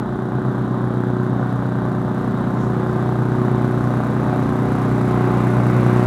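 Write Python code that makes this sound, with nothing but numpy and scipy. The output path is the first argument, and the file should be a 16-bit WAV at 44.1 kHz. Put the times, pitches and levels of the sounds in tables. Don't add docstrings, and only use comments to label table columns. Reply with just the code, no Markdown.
import sys
import numpy as np
from scipy import signal
from scipy.fft import rfft, irfft
from scipy.io import wavfile
from scipy.ndimage import uniform_filter1d

SR = 44100
rng = np.random.default_rng(int(sys.argv[2]) if len(sys.argv) > 2 else 0)


def master(y):
    cut = np.clip(np.atleast_2d(y).T, -1, 1)
    pcm = np.round(cut * 32767)
    wavfile.write(sys.argv[1], SR, pcm.astype(np.int16))


def invert_db(x):
    u = np.asarray(x, float) / 20
    return 10 ** u


N = 267378
TIME = np.arange(N) / SR
START_M, WALK_M_PER_S = 12.0, 1.0
ROAR_DB = -30.5
POP_CYCLE, THUMP_CYCLE = .862, .905
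BLADE_RATIO = 3.9867
ECHO_RATE = 1 - .384 / 343
ECHO_CYCLE, ECHO_TURN = .694, .165


def rms_one(x):
    return x / np.sqrt(np.mean(x ** 2) + 1e-20)


def drift(rate):
    r = np.exp(-80 * np.pi * rate / SR)
    noise = rng.standard_normal(N // 40 + 2002)
    slow = signal.lfilter([1], [1, -2 * r, r * r], noise)[2000:]
    slow = rms_one(slow - slow.mean())
    return np.interp(np.arange(N) / 40, np.arange(len(slow)), slow)


def coloured(spectrum):
    hz = np.arange(1, N // 2 + 2) * SR / N
    point_hz, point_db = np.transpose(spectrum)
    db = np.interp(np.log(hz), np.log(point_hz), point_db, left=-90, right=-90)
    return irfft(rfft(rng.standard_normal(N)) * invert_db(db), N)


def band(x, low_hz, high_hz):
    return signal.sosfilt(signal.butter(2, [low_hz, high_hz], "band", fs=SR, output="sos"), x)


def resonance(x, hz, width_hz):
    r = np.exp(-np.pi * width_hz / SR)
    poles = [1, -2 * r * np.cos(2 * np.pi * hz / SR), r * r]
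    return signal.lfilter([(1 - r * r) / 2, 0, (r * r - 1) / 2], poles, x)


def strikes(cycles, point, spread_db):
    turn = np.floor(cycles - point).astype(int) + 1
    strength = invert_db(spread_db * np.clip(rng.standard_normal(200), -2, 2))
    return np.diff(turn, prepend=turn[0]) * strength[turn] + 1e-18


def tone(db, cycles):
    return np.sqrt(2) * invert_db(db) * np.cos(2 * np.pi * cycles)


def nearing_db():
    return -20 * np.log10(1 - WALK_M_PER_S * TIME / START_M)


# [level_db of orders 1, 2, 3 ..]
FAR_MOWERS = [
    (32.87, [-60, -46, -52, -34, -44, -37, -39, -48, -48, -50, -55, -42]),
    (34.7, [-62, -50, -54, -37, -49, -47, -50, -52]),
    (26.75, [-58, -49, -58, -56, -57]),
]


def distant_mowers():
    out = np.zeros(N)
    for firings_per_s, levels_db in FAR_MOWERS:
        cycles = np.cumsum(firings_per_s * (1 + 0.00383 * drift(0.466))) / SR
        for order, db in enumerate(levels_db, 1):
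            out += tone(db + 3.34 * drift(1.26), order * cycles + rng.random())
    return out


# start_s (its middle), half_length_s, level_db, low_hz, high_hz
CLIPPINGS = (2.63, .08, -58, 5200, 7300)


def swish():
    middle_s, half_s, db, low_hz, high_hz = CLIPPINGS
    swell = np.exp(-((TIME - middle_s) / half_s) ** 2)
    return invert_db(db) * swell * rms_one(band(rng.standard_normal(N), low_hz, high_hz))


# pitch_hz, level_db (per Hz)
HISS_SPECTRUM = [(2500, -33), (4200, 1.5), (4750, -3), (5400, -2.5), (8000, -6), (9600, -9), (10700, -8.5),
                 (12000, -13.5), (13600, -15), (15900, -20)]
# level_6k_db, level_12k_db (over the hiss), decay_ms
CONTACTS = [
    (5, 12, 2.0),
    (-1, 8, 2.6),
    (-4, 0, 1.6),
]
CONTACT_CYCLES = (.862, .155, .440)


def contact_db(low_db, high_db, hz):
    return low_db + np.log2(hz / 6000) * (high_db - low_db)


def hiss_and_ticks(cycles):
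    hiss, out = rms_one(coloured(HISS_SPECTRUM)), np.zeros(N)
    edges_hz = [2500, 4400, 5800, 7200, 8600, 10000, 11500, 13000, 14500, 16500]
    blows = [strikes(cycles, point, spread_db=1.5) for point in CONTACT_CYCLES]
    for low, high in zip(edges_hz, edges_hz[1:]):
        flare = 1
        for point, blow, (low_db, high_db, decay_ms) in zip(CONTACT_CYCLES, blows, CONTACTS):
            level = invert_db(contact_db(low_db, high_db, np.sqrt(low * high)))
            clicks = blow * strikes(cycles, point, spread_db=0.0) * level
            flare = flare + signal.lfilter([1], [1, -np.exp(-1000 / (decay_ms * SR))], clicks)
        out += band(flare * band(hiss, low, high), low, high)
    return rms_one(out)


# pitch_hz, level_db, t60_s
VALVE_MODES = [(5900, -3, .010), (7550, -2, .012), (8850, -3, .010), (10400, 0, .014), (10950, -1, .012),
               (12600, -6, .010), (13250, -5, .012), (13850, -7, .010), (15200, -10, .008)]


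def valve_rings(cycles):
    out = np.zeros(N)
    for hz, db, t60_s in VALVE_MODES:
        clicks = 0
        for point, (low_db, high_db, _) in zip(CONTACT_CYCLES, CONTACTS):
            clicks = clicks + strikes(cycles, point, spread_db=6.5) * invert_db(contact_db(low_db, high_db, hz))
        r, w = invert_db(-60 / (t60_s * SR)), 2 * np.pi * hz / SR
        out += signal.lfilter([0, invert_db(db) * np.sin(w)], [1, -2 * r * np.cos(w), r * r], clicks)
    return rms_one(out)


def bright_top(cycles):
    turf_db = 0.84 * WALK_M_PER_S * TIME
    db = -61.5 + nearing_db() + turf_db + 0.5 * drift(6.5)
    return invert_db(db) * (hiss_and_ticks(cycles) + invert_db(-13.5) * valve_rings(cycles))


# multiple (of firing rate), level_db (against the roar)
FAN_ORDERS = [(17, -25.5), (34, -16), (51, -21.5)]


def fan_whine(cycles):
    return sum(tone(db + 3 * drift(4.6), k * (cycles + 0.0054 * drift(2.26))) for k, db in FAN_ORDERS)


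def panel_ring():
    once = resonance(rng.standard_normal(N), 3896, 90)
    return invert_db(-36.5) * rms_one(resonance(once, 3896, 90))


# pitch_hz, width_hz, level_db
MUFFLER_MODES = [(540, 260, 2), (760, 240, 0), (1140, 240, -1.5), (1520, 260, -11)]


def pops(cycles):
    clicks = -strikes(cycles, POP_CYCLE, spread_db=1.3)
    soft = signal.sosfilt(signal.butter(8, 1580, fs=SR, output="sos"), clicks)
    return rms_one(sum(invert_db(db) * resonance(soft, hz, width_hz) for hz, width_hz, db in MUFFLER_MODES))


def echoed_pops(cycles):
    echo = band(pops(cycles * ECHO_RATE + ECHO_CYCLE), 300, 750)
    return invert_db(-6.9) * (pops(cycles) + invert_db(-7) * echo)


# pitch_hz, level_db (per Hz)
ROAR_SPECTRUM = [(20, -35.5), (45, -32), (110, -13), (230, 2), (330, 1), (650, -1.5), (1150, -2),
                 (1550, -9.5), (1850, -14.5), (2400, -36), (3000, -28), (3750, -24), (4300, -35),
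                 (5500, -47.5)]
# pitch_hz, level_db (per Hz)
RASP_SPECTRUM = [(1500, -20), (1800, -4), (2000, 2.5), (2500, -5), (2900, -9.5), (3400, -24)]


def air(cycles):
    near_db = nearing_db()
    roar = coloured(ROAR_SPECTRUM)
    roar = roar / np.std(band(roar, 450, 1700))
    puff = uniform_filter1d(np.exp(-((cycles - POP_CYCLE) % 1) / 0.027), size=70)
    blade_db = 1.1 * np.cos(2 * np.pi * BLADE_RATIO * cycles)
    chop = invert_db(blade_db + 0.4 * puff + 0.58 * drift(5.3))
    body = invert_db(-3.5) * chop * roar + fan_whine(cycles) + panel_ring() + echoed_pops(cycles)
    rasp = invert_db(-60 + 3.19 * near_db) * chop * rms_one(coloured(RASP_SPECTRUM))
    return invert_db(ROAR_DB + near_db) * body + rasp + bright_top(cycles)


# multiple (of pass rate), level_db (against the roar), echo_db (against the direct sound)
BLADE_LOWER = [(1, 4.7, -28), (2, -5, -10.5), (3, -2.4, -13)]
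# multiple (of pass rate), level_db (against the 1st)
BLADE_UPPER = [(4, -23.5), (5, -19), (6, -18), (7, -23), (8, -63), (12, -25)]


def blade(cycles):
    start, echo_offset = .45, .385
    skew = .36
    near_db = ROAR_DB + nearing_db()
    turned = BLADE_RATIO * (cycles - THUMP_CYCLE)
    passes = turned + start
    echoed = turned * ECHO_RATE + start + echo_offset
    hum = 0
    for k, db, echo_db in BLADE_LOWER:
        direct = tone(db, k * passes + skew)
        echo = tone(db + echo_db, k * echoed + skew + ECHO_TURN)
        hum = hum + invert_db(near_db + 0.94 * drift(7.3)) * (direct + echo)
    for k, db in BLADE_UPPER:
        hum = hum + tone(near_db + 4.5 + db + 2.4 * drift(2.5), k * passes + 0.06 * drift(4))
    return hum


# multiple (of firing rate), level_db (against the roar), echo_db (against the direct sound)
EXHAUST_ORDERS = [(1, -33, -12), (2, -15, -12), (3, -17, -5.5), (4, -7.5, -9), (5, -3.2, -8),
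                  (6, -2.3, -4.5), (7, -.3, -20), (8, -10, -9), (9, -3.3, -5.5), (10, -6.5, -7.5),
                  (11, -15, -8), (12, -10.5, -8), (13, -13, -6), (14, -15.5, -12), (15, -17, -8),
                  (16, -18, -6)]


def exhaust(cycles):
    pipe_turn = -.11
    since = cycles - THUMP_CYCLE
    echoed = since * ECHO_RATE + ECHO_CYCLE
    near_db, thump = ROAR_DB + nearing_db(), 0
    for k, db, echo_db in EXHAUST_ORDERS:
        direct = tone(db, k * since + pipe_turn)
        echo = tone(db + echo_db, k * echoed + pipe_turn + ECHO_TURN)
        thump = thump + invert_db(near_db + 0.5 * drift(2.2)) * (direct + echo)
    return -thump * invert_db(0.38 * drift(30))


# start_s, firings_per_s
ENGINE_SPEED = [(0.0, 30.61), (0.6, 30.743), (1.0, 30.668), (1.4, 30.62), (1.65, 30.688), (2.1, 30.585),
                (2.5, 30.682), (2.9, 30.693), (3.15, 30.743), (3.45, 30.68), (3.85, 30.709), (4.12, 30.781),
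                (4.5, 30.717), (4.9, 30.639), (5.2, 30.615), (5.62, 30.483), (6.06, 30.576)]


def engine_cycles():
    at_s, firings_per_s = np.transpose(ENGINE_SPEED)
    return .061 + np.cumsum(np.interp(TIME, at_s, firings_per_s)) / SR


def scene():
    cycles = engine_cycles()
    return (distant_mowers() + swish() + air(cycles) + blade(cycles) + exhaust(cycles))[None]


def roll_off(x):
    return signal.sosfilt(signal.butter(12, 15700, fs=SR, output="sos"), x)


def record(dry):
    mix = signal.sosfilt(signal.butter(4, 22, "high", fs=SR, output="sos"), dry)
    return roll_off(mix)


dry = scene()
out = record(dry)
master(out)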